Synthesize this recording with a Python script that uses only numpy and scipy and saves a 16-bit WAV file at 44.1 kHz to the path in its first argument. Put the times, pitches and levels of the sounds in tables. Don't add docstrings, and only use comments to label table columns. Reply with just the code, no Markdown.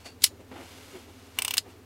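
import sys
import numpy as np
from scipy import signal
from scipy.fft import rfft, irfft
from scipy.io import wavfile

SR = 44100
rng = np.random.default_rng(int(sys.argv[2]) if len(sys.argv) > 2 else 0)


def wrap_up_sound(samples):
    columns = np.atleast_2d(samples).T
    tamed = np.clip(columns, -1, 1)
    steps = np.round(tamed * 32767).astype(np.int16)
    wavfile.write(sys.argv[1], SR, steps)


N = 81585
TIME_S = np.arange(N) / SR
FREQS_HZ = np.fft.rfftfreq(N, 1 / SR)
BLOW_SAMPLES = 8192

# [f/Hz, density/dB]
AIR_COLOUR = [(20, -16), (50, -5.5), (85, -1.5), (130, -6.5), (200, -4), (265, 4.5), (330, -5), (410, 1.5),
              (550, -7.5), (1000, -11.5), (3000, -19), (8000, -26), (15500, -30)]
AIR_LEVEL_DB = -54.5
# [f/Hz, level/dB]
HUM_TONES = [(82, -59), (100, -59.5), (257, -64), (13184, -80)]
HUM_WAVER_RATIO, HUM_WAVER_WIDTH_HZ = 0.22, 5

# [t/s, level/dB, rise/s, t60/s, squeak/dB]
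GLOVE_SLIDES = [(.005, -55.5, .03, .25, -11), (.059, -43.5, 0.047, .19, 0.5),
                (.212, -58.5, .05, 0.089, -13), (.41, -61, .1, .15, -20)]
# [f/Hz, gain/dB]
SLIDE_COLOUR = [(200, -11), (700, 6), (1400, -2), (2600, 1.5), (3500, -2.5), (6500, -5), (9000, -7.5),
                (12500, -15.5), (16000, -25)]
# [f/Hz, width/Hz, gain/dB]
SQUEAK_BANDS = [(2490, 33, -6.5), (2750, 48, -4.5), (4450, 140, -6.5), (4586, 68.8, -1)]
# [t/s, level/dB, rise/s, t60/s, scuff/dB]
NEW_GRIPS = [(.31, -47, 0.07, 0.27, -20), (.405, -48.5, 0.069, 0.17, -11), (.515, -40.5, 0.0074, 0.23, -6),
             (.565, -51.5, 0.082, 0.39, 5), (.605, -53, .07, 0.16, -1), (.74, -56, .1, 0.17, -15),
             (.96, -44, 0.095, 0.18, -5.5), (1.085, -48.5, .04, 0.21, -8), (1.39, -51.5, 0.096, 0.28, 6),
             (1.66, -48.5, 0.041, 0.35, -6)]
# [f/Hz, gain/dB]
THUD_COLOUR = [(80, -27), (200, -12.5), (290, -0.5), (365, -0.5), (470, -6.5), (700, -18), (1500, -31),
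               (4000, -60)]
# [f/Hz, gain/dB]
SCUFF_COLOUR = [(200, -20), (500, -3.5), (830, 1), (1200, -4), (2300, -7.5), (3500, -15), (6000, -26),
                (16000, -40.5)]
# [t/s, level/dB]
RASP_LEVEL = [(.46, -72.5), (.52, -60.5), (.61, -53), (.7, -51.5), (.83, -52), (.98, -52.5), (1.08, -59),
              (1.13, -59), (1.25, -57.5), (1.34, -59), (1.38, -51.5), (1.56, -48.5), (1.63, -74),
              (1.70, -57), (1.78, -68), (1.85, -74.5)]
# [f/Hz, gain/dB]
RASP_COLOUR = [(200, -14), (500, 1), (900, 1), (1600, -1.5), (3000, 1), (5000, -3.5), (8000, -7),
               (12000, -10.5), (16000, -21)]
GRAINS_PER_S, GRAIN_SPREAD_DB = 6000, 2.5

# [t/s, level/dB, slide/s, ring/dB, treble/dB]
IRIS_BLOWS = [(0.2206, -29.5, 0.00082, -9.5, -13), (.2235, -35, .002, -13, -12),
              (0.2386, -17.5, .005, -12.5, 5), (.2407, -8.5, .002, 0, 0.5), (.2437, -17, .002, -6.5, -3)]
# [t/s, level/dB, rise/s, t60/s]
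BLADE_SCRAPES = [(0.2362, -33.5, 0.054, .02), (.266, -30, .06, 0.053)]
# [f/Hz, level/dB, t60/s]
BARREL_MODES = [(2015, -23, .055), (2975, -13, 0.043), (3900, -7, 0.032), (4355, -13.5, 0.044),
                (4466, 3.5, 0.008), (4900, -14, 0.05), (5105, -10, .04), (5340, -11, .06),
                (5770, -16, 0.066), (6940, -27.5, .14), (7685, -10.5, .04), (8040, -14.5, .055),
                (9940, -12.5, 0.072), (11080, -13.5, .04), (12125, -19, .035), (14450, -16, .04)]
# [f/Hz, density/dB]
IRIS_COLOUR = [(60, -18), (400, -17.5), (700, -22.5), (1100, -13.5), (1600, -16), (2200, -5.5), (4800, 1.5),
               (6400, -5), (9500, -4), (14500, -5), (16000, -18)]
# [first t60/s, tail/dB, tail t60/s]
IRIS_CLATTER_DECAY = (0.021, -17, .08)

# [t/s, level/dB, half length/s, f/Hz, sag/(Hz/s)]
FOCUS_BUMP = (.961, -36.5, .0135, 372, 900)

# [t/s, level/dB, ball ride up the notch/s, ring/dB, zing/dB, treble/dB]
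DETENT_BLOWS = [(1.3877, -18.5, .002, -0.5, 3, 0), (1.4212, -23, .004, -5, 7.5, 3.5),
                (1.4488, -20.5, .003, -3, 7.5, 0), (1.4804, -22, .003, -1.5, 7, 0),
                (1.5090, -23, .008, -0.5, -2, 2.5), (1.5400, -22.5, .009, -5.5, -0.5, 5.5),
                (1.5706, -22, 0.0048, -8.5, 2, 5)]
# [t/s, level/dB, slide/s, ring/dB, treble/dB]
END_STOP_BLOW = (1.58, -13, .001, -2.5, -1.5)
RING_MODES = [(1017, -10.5, 0.033), (2346, -16.5, 0.082), (2600, -8, .032), (2830, 5, 0.0085),
              (2930, -6.5, .032), (3520, -13, .04), (4370, -15, .035), (5090, -10.5, 0.037),
              (5680, -13.5, .03), (6350, -13.5, 0.033), (8000, -7.5, 0.019), (9000, -8, 0.024),
              (13930, -12, 0.03), (14490, -15, .04)]
MODE_SCATTER_DB, MODE_DETUNE_RATIO = 1.5, 0.0063
# [f/Hz, density/dB]
BALL_COLOUR = [(100, -24), (600, -18.5), (950, -2.5), (1500, -11.5), (2100, -1.5), (2800, 7), (4000, -3.5),
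               (6500, -6.5), (9000, -5.5), (11500, -12), (14300, -6.5), (16000, -9.5)]
# [f/Hz, density/dB]
KNOCK_COLOUR = [(100, -29), (700, -22), (1200, -11), (2000, -8.5), (3200, -0.5), (4900, 1.5), (5900, -10),
                (6700, -0.5), (9000, -5), (12000, -9.5), (16000, -18)]
# [first t60/s, tail/dB, tail t60/s]
BALL_CLATTER_DECAY = (0.02, -14.5, 0.067)
# [first t60/s, tail/dB, tail t60/s]
KNOCK_CLATTER_DECAY = (0.022, -10, 0.052)
ZING_HZ, ZING_WIDTH_HZ, TREBLE_HZ = 8700, 700, 12000
RING_LOW_CUT_HZ = 800

TABLE_DELAY_S, TABLE_DB = 0.001407, -16
ROOM_T60_S, ROOM_DB = 0.14, -24
# [f/Hz, side/dB]
SIDE_COLOUR = [(20, -46), (2800, -44.5), (4800, -26), (8000, -18.5), (14000, -11)]
SPREAD_T60_S = 0.0108
CLIP_LEVEL, BAND_EDGE_HZ = .88, 15950


def amp(db):
    return np.exp(np.asarray(db) * (np.log(10) / 20))


def unit(x):
    return x / np.sqrt(np.mean(x ** 2) + 1e-20)


def gains(points, hz=FREQS_HZ):
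    at_hz, db = np.transpose(points)
    return amp(np.interp(np.log(hz + 1), np.log(at_hz), db))


def bell(centre, width, at=FREQS_HZ):
    return np.exp(-.5 * np.minimum(abs(at - centre) / width, 10) ** 2)


def shape(x, gain):
    return irfft(rfft(x) * gain, len(x))


def noise(gain):
    return unit(shape(rng.standard_normal(N), gain))


def swell(peak_s, rise_s, t60_s, time_s=TIME_S):
    t = time_s - peak_s
    return amp(-60 * np.minimum(np.maximum(t / t60_s, -t / rise_s), 2))


def friction(colour):
    hits = rng.random(N) < GRAINS_PER_S / SR
    catches = hits * rng.choice([-1, 1], N)
    sizes_db = GRAIN_SPREAD_DB * np.minimum(rng.exponential(1, N), 4)
    return unit(shape(catches * amp(sizes_db), gains(colour)))


def add(mix, start_s, sound):
    part = mix[round(start_s * SR):][:len(sound)]
    part += sound[:len(part)]


def diffuse(x, t60_s):
    t = np.arange(BLOW_SAMPLES) / SR
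    tail = rng.standard_normal(BLOW_SAMPLES) * swell(0, t60_s, t60_s, t)
    return signal.oaconvolve(x, tail / np.linalg.norm(tail))[:N]


def blow(strike_s, db, slide_s, ring_db, treble_db, modes, colour, decay, zing_db=0):
    first_t60_s, tail_db, tail_t60_s = decay
    time_s = np.arange(BLOW_SAMPLES) / SR - slide_s
    hz = np.fft.rfftfreq(BLOW_SAMPLES, 1 / SR)

    chatter = unit(shape(rng.choice([-1., 1.], BLOW_SAMPLES), gains(colour, hz)))
    first = swell(0, slide_s, first_t60_s, time_s)
    tail = amp(tail_db) * swell(0, slide_s, tail_t60_s, time_s)
    clatter = chatter * np.hypot(first, tail)

    t = np.maximum(time_s, 0)
    ring = np.zeros(BLOW_SAMPLES)
    for k, (mode_hz, mode_db, t60_s) in enumerate(modes):
        ring += (-1) ** k * amp(mode_db - 60 * t / t60_s) * np.sin(2 * np.pi * mode_hz * t)
    ring = shape(ring, hz / np.hypot(hz, RING_LOW_CUT_HZ))

    treble_tilt_db = treble_db * np.minimum(hz / TREBLE_HZ, 1) ** 2
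    tone = amp(treble_tilt_db + zing_db * bell(ZING_HZ, ZING_WIDTH_HZ, hz))
    return strike_s - slide_s, amp(db) * shape(clatter + amp(ring_db) * ring, tone)


def room_tone():
    hum = np.zeros(N)
    for hz, db in HUM_TONES:
        sine = np.sqrt(2) * np.sin(2 * np.pi * (hz * TIME_S + rng.random()))
        waver = HUM_WAVER_RATIO * noise(bell(hz, HUM_WAVER_WIDTH_HZ))
        hum += amp(db) * (sine + waver)
    return hum + amp(AIR_LEVEL_DB) * noise(gains(AIR_COLOUR))


def gloves():
    out = amp(np.interp(TIME_S, *np.transpose(RASP_LEVEL))) * friction(RASP_COLOUR)

    slide = friction(SLIDE_COLOUR)
    squeak = noise(sum(amp(db) * bell(hz, width_hz) for hz, width_hz, db in SQUEAK_BANDS))
    for peak_s, db, rise_s, t60_s, squeak_db in GLOVE_SLIDES:
        out += amp(db) * swell(peak_s, rise_s, t60_s) * (slide + amp(squeak_db) * squeak)

    thud, scuff = noise(gains(THUD_COLOUR)), friction(SCUFF_COLOUR)
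    for peak_s, db, rise_s, t60_s, scuff_db in NEW_GRIPS:
        out += amp(db) * swell(peak_s, rise_s, t60_s) * (thud + amp(scuff_db) * scuff)
    return out


def iris():
    scrape_level = sum(amp(db) * swell(peak_s, rise_s, t60_s) for peak_s, db, rise_s, t60_s in BLADE_SCRAPES)
    out = friction(KNOCK_COLOUR) * scrape_level
    for row in IRIS_BLOWS:
        add(out, *blow(*row, BARREL_MODES, IRIS_COLOUR, IRIS_CLATTER_DECAY))
    return out


def focus_stop():
    peak_s, db, half_s, hz, sag_hz_per_s = FOCUS_BUMP
    t = TIME_S - peak_s
    cycles = (hz - .5 * sag_hz_per_s * t) * t
    return amp(db) * bell(peak_s, half_s, TIME_S) * np.sin(2 * np.pi * cycles)


def aperture_ring():
    out = np.zeros(N)
    for strike_s, db, ride_s, ring_db, zing_db, treble_db in DETENT_BLOWS:
        modes = []
        for hz, mode_db, t60_s in RING_MODES:
            detuned_hz = hz * (1 + MODE_DETUNE_RATIO * rng.normal())
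            modes.append((detuned_hz, mode_db + MODE_SCATTER_DB * rng.normal(), t60_s))
        add(out, *blow(strike_s, db, ride_s, ring_db, treble_db, modes,
                       BALL_COLOUR, BALL_CLATTER_DECAY, zing_db))
    add(out, *blow(*END_STOP_BLOW, BARREL_MODES[:7], KNOCK_COLOUR, KNOCK_CLATTER_DECAY))
    return out


def room(x):
    bounce = shape(x, np.exp(-2j * np.pi * FREQS_HZ * TABLE_DELAY_S))
    return x + amp(TABLE_DB) * bounce + amp(ROOM_DB) * diffuse(x, ROOM_T60_S)


def scene():
    lens = iris() + aperture_ring() + gloves() + focus_stop()
    mid = room(lens) + room_tone()
    side = shape(diffuse(mid, SPREAD_T60_S), gains(SIDE_COLOUR))
    return np.array([mid + side, mid - side])


def record(dry):
    clipped = np.clip(dry, -CLIP_LEVEL, CLIP_LEVEL)
    low_pass = signal.firwin(255, BAND_EDGE_HZ, window=("kaiser", 8), fs=SR)
    return signal.oaconvolve(clipped, low_pass[None], "same")


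dry = scene()
out = record(dry)
wrap_up_sound(out)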